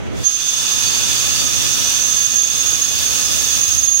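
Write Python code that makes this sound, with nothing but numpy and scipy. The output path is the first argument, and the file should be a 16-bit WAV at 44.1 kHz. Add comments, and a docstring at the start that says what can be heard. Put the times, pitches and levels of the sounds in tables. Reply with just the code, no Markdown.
"""A low rumble comes first, then a sudden hiss and a high, unsteady squeal: a freight train
is braking slowly under a station roof, to the right of the microphone.
The brake shoes rub, and their friction hisses through the ringing wheels. One of a wheel's
natural notes (a "mode") swells into the squeal, while other modes sing up briefly.
The recorder's gain control turns everything down whenever the squeal grows loud."""
import sys
import numpy as np
from scipy import signal
from scipy.fft import rfft, irfft
from scipy.io import wavfile

SR = 44100
rng = np.random.default_rng(int(sys.argv[2]) if len(sys.argv) > 2 else 0)


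def log_audio(samples):
    """Write samples as a 16-bit WAV file to the path given in sys.argv[1]."""
    # one column per channel
    frames = np.atleast_2d(samples).T
    # limit to full scale, then quantise
    limited = np.clip(frames, -1, 1)
    pcm = np.round(limited * 32767).astype(np.int16)
    wavfile.write(sys.argv[1], SR, pcm)


N = 176400
TIME = np.arange(N) / SR
FREQS = np.maximum(np.arange(N // 2 + 1) * SR / N, 1)

# how hard the shoes rub on the wheels: t/s, level/dB
FRICTION = [(0, -38), (.1, -42), (.17, -24), (.228, -19.5), (.255, -1.5), (.5, 1), (.95, -2), (1.4, -3),
            (2, -2), (2.5, -0.5), (3.25, -4), (3.7, -1), (4, -4)]
# how alike the left and right channels are: f/Hz, correlation (1 = the same)
LIKENESS = [(30, 0.99), (125, 0.94), (250, 0.94), (500, 0.74), (1000, 0), (2200, 0.26), (4000, 0.053),
            (12000, 0.035)]


def brake_squeal():
    """One wheel mode squeals, rough when weak and purer when strong; its neighbours ring with it."""
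    # strength of the squeal: t/s, level/dB
    loudness = [(0, -55), (.232, -57), (.243, -12), (.27, 0), (.315, -4.5), (.37, -10.5), (.62, -12.5),
                (1, -18), (1.5, -18.5), (1.9, -19), (2.12, -8.5), (2.33, -7), (2.38, -4), (2.42, -3.5),
                (2.52, -11), (2.7, -9.5), (2.88, -10.5), (2.97, -19), (3.33, -17), (3.48, -11), (3.68, -5),
                (3.78, -5.5), (3.93, -2), (4, 2)]
    # the pitch creeps up as the shoe grips: t/s, f/Hz
    pitch = [(0, 6450), (.3, 6447), (1.5, 6510), (2.1, 6480), (2.4, 6495), (2.7, 6530), (3.3, 6534),
             (3.65, 6508), (4, 6530)]
    # the ringing around the squeal: f/Hz, level/dB
    ringing_spectrum = [(3500, -74.5), (5000, -62), (5600, -46.5), (6100, -42.5), (6450, -42.5),
                        (6750, -45.5), (7200, -69), (9000, -57), (14000, -83)]
    # neighbouring modes: f/Hz, width/Hz, boost/dB
    ringing_modes = [(5668, 44, 10), (5792, 32, 5), (5882, 30, 7), (5975, 45, 6), (6088, 30, 9),
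                     (6160, 50, 5), (6288, 28, 6), (6410, 36, 8), (6595, 28, 8), (6692, 36, 8),
                     (8480, 120, 7), (9540, 130, 11)]
    level_db, = in_time(loudness)
    hz, = in_time(pitch)
    friction_db, = in_time(FRICTION)
    rough = singing_mode(hz, width_hz=80, steady=0.11) * from_db(level_db)
    pure_db = 1.1 * level_db - 0.5   # grows faster than the rough part
    pure = singing_mode(hz, width_hz=17.4, steady=0.9) * from_db(pure_db)
    ringing_db = 0.35 * level_db + friction_db / 2 + 0.9 * drift(rate_hz=25)
    ringing = resonant_noise(ringing_spectrum, ringing_modes, pan_db=-45) * from_db(ringing_db)
    # a higher mode whistles along
    whistle = singing_mode(hz=np.full(N, 9520), width_hz=80, steady=0.11) * from_db(level_db - 30)
    return (rough + pure) * panned(-16.5) + whistle + ringing


def brake_hiss():
    """The shoes' friction hisses through the ringing wheels, brighter as the train comes nearer."""
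    # tone colour of the friction: f/Hz, level/dB
    spectrum = [(300, -71), (850, -62), (1500, -62), (2000, -62), (2220, -64), (2420, -57), (2800, -54),
                (3100, -54.5), (3500, -53.5), (4050, -53), (4900, -53.5), (6500, -47.5), (7600, -53),
                (9200, -58.5), (13000, -62.5), (15700, -58)]
    # notes at which wheels and brake rods ring: f/Hz, width/Hz, boost/dB
    wheel_modes = [(915, 55, 5), (1112, 35, 8), (1246, 30, 15), (1345, 42, 7), (1482, 40, 10),
                   (1560, 35, 5), (1725, 65, 10), (1805, 35, 5), (2120, 60, 6), (2330, 60, 4),
                   (2510, 65, 10), (2705, 50, 7), (2880, 48, 8), (3135, 32, 6), (3315, 35, 5),
                   (3430, 65, 11), (3572, 90, 11), (3690, 65, 6), (4200, 40, 5), (4564, 38, 11),
                   (4635, 42, 10), (4850, 50, 6), (4940, 38, 7), (5015, 25, 4), (5066, 28, 5),
                   (5290, 60, 5), (7080, 26, 8), (7232, 34, 6), (7360, 40, 5), (7930, 120, 3),
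                   (8450, 170, 6), (9550, 200, 5), (10900, 600, 4), (11850, 250, 4)]
    # where the hiss sits: f/Hz, left minus right/dB
    pan = [(900, -2), (1400, 0.5), (3400, -.5), (4700, -3), (5500, -1.5), (7500, -9), (10800, -4),
           (13200, -2), (15000, -4)]
    friction_db, = in_time(FRICTION)
    hiss = resonant_noise(spectrum, wheel_modes, over_freqs(pan))
    treble_db = 1.5 * (TIME - TIME.mean())
    hiss = shelf_in_time(hiss, corner_hz=10200, kind="high", db=treble_db)
    flutter_db = 0.5 * drift(rate_hz=8)
    return hiss * from_db(friction_db + flutter_db)


def second_wheel():
    """Another wheel rasps: its rougher squeal sinks away, slides up again and fades."""
    # path of this squeal: t/s, f/Hz, level/dB
    glide = [(.25, 6300, -52), (.42, 6250, -15), (.7, 6300, -19), (1.15, 6100, -31.5), (1.5, 5780, -22),
             (1.85, 5950, -14.5), (2.02, 6100, -12.5), (2.22, 6150, -17), (2.4, 6150, -25),
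             (2.6, 6150, -70)]
    hz, level_db = in_time(glide)
    return singing_mode(hz, width_hz=340, steady=0.08) * from_db(level_db) * panned(-15)


def swelling_modes():
    """Friction catches single wheel modes, which sing up and die away."""
    # one row per swell: middle t/s, length/s, f/Hz, peak level/dB, left minus right/dB
    swells = [(0.465, .3, 6160, -16, -14), (0.554, 0.64, 3538, -24, 4), (.85, .9, 913, -36, -6),
              (0.896, .2, 4570, -22, -2), (1.385, 0.19, 4610, -27, 6), (2.628, .4, 3530, -22, 1.5),
              (3.098, 0.21, 6380, -15, -14), (3.278, .2, 5030, -22.5, -1), (3.254, .4, 5600, -26, -9)]
    out = np.zeros((2, N))
    for middle_s, length_s, hz, peak_db, pan_db in swells:
        swell = np.cos(np.pi * np.clip((TIME - middle_s) / length_s, -.5, .5))
        tone = singing_mode(np.full(N, hz), width_hz=54, steady=0)
        out += tone * swell * from_db(peak_db) * panned(pan_db)
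    return out


def rumble():
    """The rolling train and its blowers rumble under the roof."""
    # tone colour of wagons and blowers: f/Hz, level/dB
    spectrum = [(15, -72), (30, -56), (48, -49), (60, -39), (88, -44.5), (135, -54.5), (250, -50),
                (350, -53), (520, -56.5), (800, -62.5), (1100, -67.5), (2000, -67.5), (3300, -72),
                (4500, -82.5), (8000, -89), (12000, -102)]
    # low humming notes: f/Hz, width/Hz, boost/dB
    hums = [(115, 14, 7.5), (168.5, 17, 8.5), (243, 20, 1)]
    # where the rumble sits: f/Hz, left minus right/dB
    pan = [(60, -1.5), (200, -2), (600, -3.5), (1500, -3.5)]
    # rise and fall of the deepest bass: t/s, boost/dB
    bass = [(0, -7), (.14, 3), (.35, -5), (.8, -6), (1.3, -2), (1.95, -3), (2.3, 0), (3.05, 0), (3.6, 3.5),
            (4, 11)]
    bass_db, = in_time(bass)
    rolling = resonant_noise(spectrum, hums, over_freqs(pan))
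    rolling = shelf_in_time(rolling, corner_hz=75, kind="low", db=bass_db)
    flutter_db = 0.83 * drift(rate_hz=15)
    return rolling * from_db(flutter_db)


def station_echoes(count=12, delays_s=(.001, .05), echo_db=-14):
    """Echoes off roof, platform and train colour each ear's sound differently, but hardly the bass."""
    taps = np.zeros((2, N))
    taps[:, 0] = 1   # the direct sound
    for ear in taps:
        signs = rng.choice([-1, 1], count)
        arrivals = (rng.uniform(*delays_s, count) * SR).astype(int)
        ear[arrivals] += from_db(echo_db) * signs
    response = rfft(taps) / np.sqrt(np.sum(taps ** 2, axis=1, keepdims=True))
    unlike = 1 - np.clip(over_freqs(LIKENESS), 0, 1)
    return np.abs(response) ** unlike


def singing_mode(hz, width_hz, steady):
    """A rubbed mode wavers as its many paths mix at each ear; steady (0 to 1) evens out its swing."""
    carrier = np.exp(2j * np.pi * np.cumsum(hz) / SR)
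    ears = []
    for _ in range(2):
        swing = drift(width_hz / 2) + 1j * drift(width_hz / 2)
        saturation = (np.abs(swing) ** 2 + 0.3) ** (steady / 2)
        tone = np.real(swing * carrier) / saturation
        ears.append(tone / tone.std())
    return np.array(ears)


def resonant_noise(spectrum, modes, pan_db):
    """Stereo noise shaped by a broad tone colour, ringing modes and the station's echoes."""
    peaks_db = sum(boost / (1 + (2 * (FREQS - hz) / width) ** 2) for hz, width, boost in modes)
    colour = from_db(over_freqs(spectrum) + peaks_db)
    alike = np.clip(over_freqs(LIKENESS), -1, 1)
    mid, side = rfft(rng.standard_normal((2, N)))
    ears = np.sqrt(1 + alike) * mid + np.sqrt(1 - alike) * side * [[1], [-1]]
    return irfft(ears * colour * panned(pan_db) * station_echoes(), N) * np.sqrt(SR) / 2


def shelf_in_time(sound, corner_hz, kind, db):
    """Turn the part below ("low") or above ("high") a frequency up or down over time."""
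    low_share = 1 / (1 + (FREQS / corner_hz) ** 8)
    part = irfft(rfft(sound) * (low_share if kind == "low" else 1 - low_share), N)
    return sound + part * (from_db(db) - 1)


def drift(rate_hz, size=8820):
    """A smooth random wobble of typical size 1, mostly slower than rate_hz."""
    smoothing = 1 + (FREQS[:size // 2 + 1] / rate_hz) ** 2
    slow = irfft(rfft(rng.standard_normal(size)) / smoothing, size)
    return np.interp(TIME, np.linspace(0, TIME[-1], size), slow / slow.std())


def panned(pan_db):
    """Left and right gains; a negative pan_db makes the left quieter."""
    left = np.atleast_1d(from_db(pan_db))
    return np.array([left, np.ones_like(left)])


def from_db(db):
    """Turn decibels into a gain."""
    return 10 ** (np.asarray(db) / 20)


def in_time(rows):
    """Join a table's points over time, giving one curve for each column after the first."""
    times, *columns = np.transpose(rows)
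    return [np.interp(TIME, times, column) for column in columns]


def over_freqs(points):
    """Join a table's points over frequency, with every octave equally wide."""
    hz, value = np.transpose(points)
    return np.interp(np.log(FREQS), np.log(hz), value)


def scene():
    """All the sounds of the braking train together."""
    return rumble() + brake_hiss() + brake_squeal() + second_wheel() + swelling_modes()


def record(dry):
    """Gain control follows the louder channel; peaks are rounded off and the highest treble is cut."""
    threshold_db, cut_per_db = -15, 0.7
    attack_s, lookahead_s, release_db_per_s = 0.027, 0.014, 20.5
    memory = np.exp(-1 / (attack_s * SR))
    power = signal.lfilter([1 - memory], [1, -memory], dry ** 2).max(axis=0)
    over_db = np.maximum(10 * np.log10(power + 1e-12) - threshold_db, 0)
    # hold each peak and let it go slowly
    fall_db = release_db_per_s * TIME
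    held_db = np.maximum.accumulate(over_db + fall_db) - fall_db
    held_db = np.interp(TIME + lookahead_s, TIME, held_db)
    polarity = [[-1], [1]]   # the microphone's two sides are wired opposite ways
    out = dry * from_db(-cut_per_db * held_db) * polarity
    rounded = out / (1 + out ** 8) ** (1 / 8)
    cutoff_hz = 15750
    return signal.sosfilt(signal.ellip(12, .1, 80, cutoff_hz, fs=SR, output="sos"), rounded)


dry = scene()
out = record(dry)
log_audio(out)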